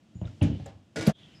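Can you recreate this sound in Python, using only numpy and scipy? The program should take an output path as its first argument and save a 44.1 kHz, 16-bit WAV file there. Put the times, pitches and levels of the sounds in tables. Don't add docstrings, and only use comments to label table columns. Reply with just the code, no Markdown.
import sys
import numpy as np
from scipy import signal
from scipy.fft import rfft, irfft, next_fast_len
from scipy.io import wavfile

SR = 44100
rng = np.random.default_rng(int(sys.argv[2]) if len(sys.argv) > 2 else 0)


def wav_record(signal):
    frames = np.transpose(np.atleast_2d(signal))
    bounded = np.clip(frames, -1, 1)
    quanta = np.round(bounded * 32767).astype(np.int16)
    wavfile.write(sys.argv[1], SR, quanta)


N = 61739
T = np.arange(N) / SR

# f/Hz, level/dB
ROOM_EQ = [(25, -25), (50, -13), (90, -4), (210, 0.5), (265, -5.5), (320, -4.5), (400, -16), (650, -15),
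           (900, -22.5), (2200, -26.5), (3100, -23), (4200, -30), (7000, -32.5), (10000, -43.5),
           (15000, -55)]
# t/s, level/dB
ROOM_RIDE = [(0, -64.5), (.4, -59.5), (.9, -65), (1.2, -51.5), (1.4, -52)]
# t/s, length/s, level/dB, centre f/Hz, width/octaves
SWISH_CUES = [(0.146, 0.091, -74, 6930, 0.057), (0.259, .17, -76.5, 4530, 0.89),
              (0.524, 0.05, -62.5, 3000, .05), (0.532, .18, -66, 2780, 0.81),
              (1.118, 0.15, -56, 3350, 0.15), (1.178, .3, -62.5, 2430, 0.83), (1.219, .14, -60, 3000, 0.15),
              (1.344, 0.048, -57, 5060, 0.045)]
# f/Hz, t60/s
HALL_DECAY = [(60, 0.63), (200, 0.56), (600, 0.36), (2000, 0.41), (5000, 0.39), (10000, 0.17),
              (16000, 0.057)]
# t/s, level/dB, low-pass f/Hz
SLAP_CUES = [(.150, -92, 3500), (.214, -41.5, 1190), (.240, -50.5, 2550), (0.254, -58, 7050),
             (0.271, -54, 7000), (0.41, -31.5, 1040), (0.4168, -32, 3260), (0.429, -38.5, 9200),
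             (1.078, -38.5, 11900), (1.091, -52, 6000)]
# f/Hz, level/dB
SOLE_EQ = [(100, -19.5), (600, 11), (1200, -3), (2000, -0.5), (3000, 3), (4200, -3.5), (7000, -3.5),
           (10000, -19), (15000, -46.5)]
# t/s, level/dB, contact/s, patch of floor
THUDS = [(.153, -31.5, 0.0028, "run-up"), (0.188, -44, 0.0053, "run-up"), (0.2153, -24, 0.002, "run-up"),
         (0.226, -34.5, 0.0013, "run-up"), (.249, -26, 0.0063, "run-up"), (.416, -11.5, 0.0029, "take-off"),
         (0.4254, -14, .003, "take-off"), (.436, -15, 0.0047, "take-off"), (.572, -38, .008, "take-off"),
         (1.071, -15.5, 0.0017, "landing"), (1.0754, -5, 0.0018, "landing"),
         (1.095, -24.5, 0.0018, "landing")]
# f/Hz, level/dB, t60/s
RUN_UP_MODES = [(61.7, -14.5, 0.15), (93.9, -5.5, 0.35), (118.5, -2, 0.23), (173.6, -1.5, .17),
                (314, -13.5, 0.16), (610, -35, 0.11)]
TAKE_OFF_MODES = [(72.2, -15, 0.63), (99.5, -15.5, 0.54), (112, -2, 0.11), (153.2, -1.5, 0.14),
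                  (216.7, -13.5, 0.38), (284.1, -9, 0.32)]
LANDING_MODES = [(155.4, -5.5, 0.15), (201.5, 1.5, 0.066), (388, -14.5, 0.052), (450, -9, 0.033),
                 (570, -18, 0.074), (647, -18, 0.36)]
# f/Hz, level/dB
STEP_BOOM_EQ = [(30, -31.5), (60, -10.5), (105, 2), (170, -2), (290, -4), (380, -15), (650, -20),
                (1100, -43.5), (3000, -65)]
LANDING_BOOM_EQ = [(40, -33.5), (90, -15), (190, 11), (300, -15), (450, -3), (700, -2.5), (1000, -18),
                   (1400, -14), (3000, -35.5)]
# t/s, level/dB, centre f/Hz, width/octaves, reverb send/dB
SNAP_CUES = [(.213, -42.5, 2900, 0.16, -26.5), (.252, -39, 3530, 0.092, -29),
             (0.256, -48.5, 1310, 0.12, -20), (0.272, -43, 1384, .06, -30), (0.413, -23.5, 2870, 0.16, -24),
             (0.4265, -33.5, 9500, 0.092, -28), (0.6592, -39, 7620, 0.13, -31.5),
             (0.664, -38, 4070, 0.88, -23.5), (1.0715, -23, 11300, 0.31, -31),
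             (1.065, -27, 4250, 0.31, -20.5)]
# t/s, level/dB
KNOCK_CUES = [(.597, -46), (.659, -37.5)]
# f/Hz, level/dB
KNOCK_EQ = [(50, -9), (110, 0.5), (300, -13), (420, -2.5), (750, -0.5), (1100, -13), (1750, -16.5),
            (4000, -23), (12000, -60)]
# f/Hz, level/dB, t60/s
KNOCK_MODES = [(554, -3, 0.15), (785, -9.5, 0.21), (1714, -21.5, 0.32)]
# t/s, clatter level/dB, board level/dB, rim level/dB, favoured board f/Hz
RATTLE_CUES = [(0.9591, -29, -31, -41, 630), (0.9697, -39, -28, -40, 450),
               (0.9831, -33.5, -27.5, -43.5, 402), (0.993, -43.5, -29.5, -43.5, 114),
               (1.009, -31, -47, -42.5, 174), (1.023, -34, -31, -43.5, 292), (1.034, -55, -36, -52.5, 575),
               (1.051, -35.5, -45, -60, 570), (1.066, -26, -37.5, -50, 256)]
# f/Hz, level/dB
CLATTER_EQ = [(60, -26), (150, 17), (350, 6), (650, 8.5), (1000, -1.5), (1600, 2.5), (3000, -1), (5200, -4),
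              (8500, -8.5), (12000, -22.5), (15500, -37)]
# f/Hz, level/dB, t60/s
BOARD_MODES = [(111, 2, 0.15), (178, 0, .12), (318.6, 5, .3), (447, 2, 0.098), (575, -14, 0.42),
               (630, -0.5, 0.14)]
RIM_MODES = [(1144, -10.5, 0.52), (1452, 5, .14), (1675, -1.5, 0.12), (1920, -4, 0.16), (2023, -7.5, 0.19),
             (2263, 1, .18), (2790, -11, 0.26), (3770, -11, 0.29), (4470, -11.5, 0.27), (5090, -7, 0.24),
             (5950, -5.5, 0.15), (6640, -18.5, 0.17), (7600, -8, 0.077)]
# t/s, level/dB
ACTION_FADER = [(1.10, -3), (1.12, -16), (1.128, -39), (1.14, -85)]
BED_FADER = [(1.11, 2.5), (1.13, -20.5), (1.155, -8), (1.2, -4.5)]

CONTACT_RISE_S, HALL_BUILD_S = 0.00066, 0.0027
GRIT_DB, GRIT_GRAIN_S = 3.5, 0.0007


def amp(db):
    return 10 ** (np.asarray(db) / 20)


def unit(x):
    return x / np.sqrt(np.mean(x ** 2) + 1e-20)


def read(points, hz):
    f, value = np.transpose(points)
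    return np.interp(np.log(hz + 1), np.log(f + 1), value)


def fader(points):
    return amp(np.interp(T, *np.transpose(points)))


def add(mix, s, sound):
    part = mix[max(round(s * SR), 0):][:len(sound)]
    part += sound[:len(part)]


def cut(x, hz, kind, order=3):
    return signal.sosfilt(signal.butter(order, hz, kind, fs=SR, output="sos"), x)


def noise(eq, envelope=1):
    size = next_fast_len(N + SR // 4, True)
    hz = abs(np.fft.fftfreq(size, 1 / SR))
    log_gain = np.log(unit(amp(np.maximum(read(eq, hz), -100))))
    response = np.conj(np.exp(signal.hilbert(log_gain)))[:size // 2 + 1]
    white = rng.standard_normal(N) * envelope
    return irfft(rfft(white, size) * response, size)[:N]


def bell(centre_hz, octaves):
    hz = np.geomspace(20, SR / 2, 600)
    offset = np.log2(hz / centre_hz) / octaves
    return np.c_[hz, -40 * np.log10(1 + offset ** 2 / 2)]


def attack(rise_s):
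    return 1 - np.exp(-T / rise_s)


def decay(t60):
    return np.exp(-np.log(1000) * T / t60)


def ring(modes):
    return sum(amp(db) * decay(t60) * np.sin(2 * np.pi * hz * T) for hz, db, t60 in modes)


def room_tone():
    return noise(ROOM_EQ) * fader(ROOM_RIDE)


def swishes(fade_s=0.0066):
    out = np.zeros(N)
    for s, length, db, hz, octaves in SWISH_CUES:
        swell = np.clip(np.minimum(T, length - T) / fade_s, 0, 1)
        add(out, s, amp(db) * swell * noise(bell(hz, octaves)))
    return cut(out, 9500, "lowpass")


def hallway(eq):
    hz, t, spectrum = signal.stft(noise(eq), SR, nperseg=512)
    damping = amp(-60 * t / read(HALL_DECAY, hz)[:, None])
    tail = signal.istft(spectrum * damping, SR, nperseg=512)[1][:N]
    return tail * attack(HALL_BUILD_S)


def contact(eq, t60, send_db):
    flutter = np.interp(T / GRIT_GRAIN_S, np.arange(N), rng.standard_normal(N))
    envelope = unit(amp(GRIT_DB * flutter)) * decay(t60) * attack(CONTACT_RISE_S)
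    return noise(eq, envelope) + amp(send_db) * hallway(eq)


def sole_slaps():
    out = np.zeros(N)
    for s, db, top_hz in SLAP_CUES:
        slap = contact(SOLE_EQ, t60=0.086, send_db=-4)
        add(out, s, amp(db) * cut(slap, top_hz, "lowpass"))
    return out


def footfalls(patch, modes, boom_eq, boom_db):
    out, boards = np.zeros(N), ring(modes)
    for s, db, contact_s, where in THUDS:
        if where == patch:
            push = np.sin(np.pi * np.minimum(T / contact_s, 1))[:SR // 20] ** 2
            thud = -signal.fftconvolve(boards, push / push.sum())[:N]
            boom = amp(boom_db) * hallway(boom_eq)
            add(out, s, amp(db) * (thud + boom))
    return out


def snaps():
    out = np.zeros(N)
    for s, db, hz, octaves, send_db in SNAP_CUES:
        add(out, s, amp(db) * contact(bell(hz, octaves), t60=0.012, send_db=send_db))
    return out


def knocks():
    out = np.zeros(N)
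    for s, db in KNOCK_CUES:
        knock = contact(KNOCK_EQ, t60=0.037, send_db=-8) + ring(KNOCK_MODES)
        add(out, s, amp(db) * knock)
    return out


def steel_rim():
    clang = sum(amp(db) * decay(t60) * np.sin(2 * np.pi * (hz * T + rng.random()))
                for hz, db, t60 in RIM_MODES)
    return clang * attack(CONTACT_RISE_S)


def hoop_rattle():
    out = np.zeros(N)
    for s, clatter_db, board_db, rim_db, favoured_hz in RATTLE_CUES:
        emphasis = bell(favoured_hz, octaves=0.34)
        board = ring([(hz, db + read(emphasis, hz), t60) for hz, db, t60 in BOARD_MODES])
        clatter = contact(CLATTER_EQ, t60=0.086, send_db=-6)
        add(out, s, amp(clatter_db) * clatter + amp(board_db) * board + amp(rim_db) * steel_rim())
    return out


def scene():
    bed = room_tone() + swishes()
    run_up = footfalls("run-up", RUN_UP_MODES, STEP_BOOM_EQ, boom_db=-18.5)
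    take_off = footfalls("take-off", TAKE_OFF_MODES, STEP_BOOM_EQ, boom_db=-10.5)
    landing = footfalls("landing", LANDING_MODES, LANDING_BOOM_EQ, boom_db=-15.5)
    tight_landing = cut(landing, 114, "highpass", order=2)
    action = sole_slaps() + run_up + snaps() + take_off + knocks() + hoop_rattle() + tight_landing
    return (action * fader(ACTION_FADER) + bed * fader(BED_FADER))[None]


def record(dry):
    thin = cut(dry, 52, "highpass", order=6)
    top_cut = signal.firwin(511, 15650, window=("kaiser", 9), fs=SR)
    return signal.oaconvolve(thin, top_cut[None], "same")


dry = scene()
out = record(dry)
wav_record(out)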